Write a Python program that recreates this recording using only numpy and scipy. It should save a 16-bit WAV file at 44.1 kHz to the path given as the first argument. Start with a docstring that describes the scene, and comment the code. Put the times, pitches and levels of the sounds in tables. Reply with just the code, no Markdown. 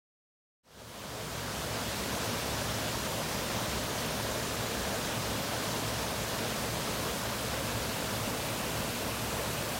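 """A river pours over a low concrete dam, taken from the bank beside the wing wall with one microphone.
After a short silence the rush fades in: the plunging sheet is noise that rumbles in standing waves,
the white water is noise and ringing bubbles, and the spray is hiss with a patter of drops.
In the last few seconds the microphone turns downstream, which shifts the colour and lowers the level."""
import sys
import numpy as np
from scipy import signal
from scipy.fft import rfft, irfft
from scipy.io import wavfile

SR = 44100
rng = np.random.default_rng(int(sys.argv[2]) if len(sys.argv) > 2 else 0)


def dump_mix(stems):
    """Bounce the given channels to the path in sys.argv[1] as a 16-bit WAV at rate SR."""
    frames = np.atleast_2d(stems).T  # one column per channel
    limited = np.clip(frames, -1, 1)  # hard clip at full scale
    pcm = np.round(limited * 32767).astype(np.int16)
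    wavfile.write(sys.argv[1], SR, pcm)


N = 431738
TIME = np.arange(N) / SR  # s
ALL_HZ = np.fft.rfftfreq(N, 1 / SR)

# short-time frames: length and step in samples, then the time and frequency axes
SIZE, HOP = 512, 128
FRAME_S = np.arange(N // HOP + 5) * HOP / SR
BIN_HZ = np.fft.rfftfreq(SIZE, 1 / SR)


def gain_of(db):
    """Decibels to amplitude."""
    return 10 ** (np.asarray(db) / 20)


def evened(x):
    """Scales to rms 1."""
    return x / np.sqrt(np.mean(x ** 2) + 1e-20)


def read(points, hz):
    """Reads a curve of (f, level) points on a log-frequency axis."""
    f, level = np.transpose(points)
    return np.interp(np.log(hz + 1), np.log(f + 1), level)


def coloured(x, points):
    """Filters a sound by a curve of levels, then scales to rms 1."""
    spectrum = rfft(x) * gain_of(read(points, ALL_HZ))
    return evened(irfft(spectrum, N))


def patches(length_s, width_hz):
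    """A random field over frequency and time, rms 1, correlated over the given width and length."""
    field = rng.standard_normal((len(BIN_HZ), len(FRAME_S)))
    steps = [BIN_HZ[1] / width_hz, FRAME_S[1] / length_s]
    for axis, step in enumerate(steps):
        keep = np.exp(-step)
        fresh = np.sqrt(1 - keep ** 2)
        start = keep * np.take(field, [0], axis)
        field = signal.lfilter([fresh], [1, -keep], field, axis, zi=start)[0]
    return evened(field)


def shaded(x, field_db):
    """Lays a field of gains over the short-time spectra of a sound."""
    overlap = SIZE - HOP
    z = signal.stft(x, nperseg=SIZE, noverlap=overlap)[2]
    z = z * gain_of(field_db[:, :z.shape[-1]])
    return signal.istft(z, nperseg=SIZE, noverlap=overlap)[1][..., :N]


def impacts(per_s, spread_db):
    """Random clicks of either sign, most of them small and a few large."""
    struck = rng.random(N) < per_s / SR
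    size_db = spread_db * np.minimum(rng.exponential(1, N), 5)
    return struck * gain_of(size_db) * rng.choice([-1, 1], N)


# rms drift (dB), slowest and fastest rate (Hz)
DRIFT_DB, DRIFT_SLOW_HZ, DRIFT_FAST_HZ = 0.34, 0.816, 3.7


def level_drift(count=20):
    """A slight random drift in the level of the rumble: sines of many rates and random phases, rms 1."""
    rates = np.geomspace(DRIFT_SLOW_HZ, DRIFT_FAST_HZ, count)
    drift = np.zeros(len(FRAME_S))
    for hz in rates:
        drift += np.sin(2 * np.pi * (hz * FRAME_S + rng.random())) / np.sqrt(hz)
    return np.interp(TIME, FRAME_S, evened(drift))


# colour laid on the rumble of the falling sheet: f/Hz, relative level/dB
PLUNGE_COLOUR = [(15, -46), (23, -36), (28, -24), (36, -8), (58, -2.5), (85, -3.5), (112, 1), (155, -2),
                 (235, -1.5), (290, -6), (330, -12.5), (600, -22.5), (1500, -58)]
PLUNGE_DB = -39.5  # mean level of the rumble


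def plunge(lowest_hz=22.1, echo=0.52, echo_top_hz=205):
    """The sheet hits the pool; air by the concrete rings at odd multiples of one low note."""
    bounce = echo / (1 + (ALL_HZ / echo_top_hz) ** 6)  # only long waves keep bouncing
    round_trip = np.exp(-1j * np.pi * ALL_HZ / lowest_hz)
    standing = 1 / (1 + bounce * round_trip)  # each round trip flips the sign
    ringing = irfft(rfft(rng.standard_normal(N)) * standing, N)
    rumble = coloured(ringing, PLUNGE_COLOUR)
    return rumble * gain_of(PLUNGE_DB + DRIFT_DB * level_drift())


def bubbles(per_s, spread_db, cycles, rise, count=36):
    """Bubbles of many sizes ring for a few cycles, rising in pitch as they near the surface."""
    t = np.arange(3000) / SR
    out = np.zeros(N)
    for hz in np.geomspace(350, 3500, count):
        age = t * hz / cycles  # in decay times
        bend = 1 + rise * np.minimum(age, 4)
        ring = np.exp(-age) * np.sin(2 * np.pi * hz * t * bend)
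        out += signal.oaconvolve(impacts(per_s / count, spread_db), ring * hz)[:N]
    return evened(out)


# colour laid on the white water: f/Hz, relative level/dB
CHURN_COLOUR = [(100, -29), (300, -4.5), (405, -3), (445, -0.5), (630, 0), (790, -5), (970, -3.5),
                (1400, -7.5), (1580, -7.5), (2100, -14), (4000, -22.5), (12000, -50)]
CHURN_DB = -37.5  # steady level


def churn(patchy_db=1.0, bubble_db=-14):
    """White water boils below the dam: a blur of far bubbles as noise, with nearer ones ringing in it."""
    far = rng.standard_normal(N)
    near = bubbles(per_s=1500, spread_db=2.5, cycles=4.7, rise=0.018)
    boil = far + gain_of(bubble_db) * near
    boil = shaded(boil, patchy_db * patches(length_s=0.035, width_hz=300))
    return coloured(boil, CHURN_COLOUR) * gain_of(CHURN_DB)


# colour laid on the spray: f/Hz, relative level/dB
SPRAY_COLOUR = [(500, -35), (1500, -2.5), (2300, -1), (3300, 0.5), (5000, -1.06), (6300, -2.5),
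                (8000, -5.5), (9700, -7), (11300, -9), (13800, -10), (16000, -11)]
SPRAY_DB = -38.5  # steady level


def spray(patchy_db=1.0, splash_db=0.13, drop_db=-7.5):
    """Mist hisses as noise, and clumps of drops patter back onto the foam as clicks."""
    drops = evened(impacts(per_s=4000, spread_db=3))
    hiss = rng.standard_normal(N) + gain_of(drop_db) * drops
    clumps_db = patchy_db * patches(length_s=0.018, width_hz=400)
    splashes_db = splash_db * patches(length_s=0.07, width_hz=6200)  # a splash lifts a wide band at once
    hiss = shaded(hiss, clumps_db + splashes_db)
    return coloured(hiss, SPRAY_COLOUR) * gain_of(SPRAY_DB)


# change of colour with the microphone fully turned downstream: f/Hz, level/dB
TURNED_COLOUR = [(300, 1), (2100, -0.3), (2650, 2.5), (3200, -0.6), (4300, -0.5), (6000, -1), (7100, 0),
                 (7800, 1.5), (9800, 1.5), (11300, 2.5), (14000, 2.5), (15500, 2)]
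TURN_START_S, TURN_END_S = 6.1, 9.3
TURN_LOSS_DB = -0.84  # added to the whole curve, away from the dam


def turned_downstream(water):
    """The microphone swings at an even speed; its change in dB grows in step with the turn."""
    turn = np.clip((FRAME_S - TURN_START_S) / (TURN_END_S - TURN_START_S), 0, 1)
    change_db = read(TURNED_COLOUR, BIN_HZ) + TURN_LOSS_DB
    return shaded(water, np.outer(change_db, turn))


def scene():
    """All the water, through one microphone that slowly turns and feeds both channels."""
    water = plunge() + churn() + spray()
    heard = turned_downstream(water)
    return np.array([heard, heard])


FADE_START_S, FADE_END_S = 0.63, 2.36
EDGE_HZ = 15880  # top of the band


def record(dry):
    """A quarter-sine (equal-power) fade-in from silence, then the band limit."""
    progress = np.clip((TIME - FADE_START_S) / (FADE_END_S - FADE_START_S), 0, 1)
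    faded = dry * np.sin(np.pi / 2 * progress)
    low_pass = signal.firwin(1023, EDGE_HZ, window=("kaiser", 9), fs=SR)
    return signal.oaconvolve(faded, low_pass[None], "same")


dry = scene()
out = record(dry)
dump_mix(out)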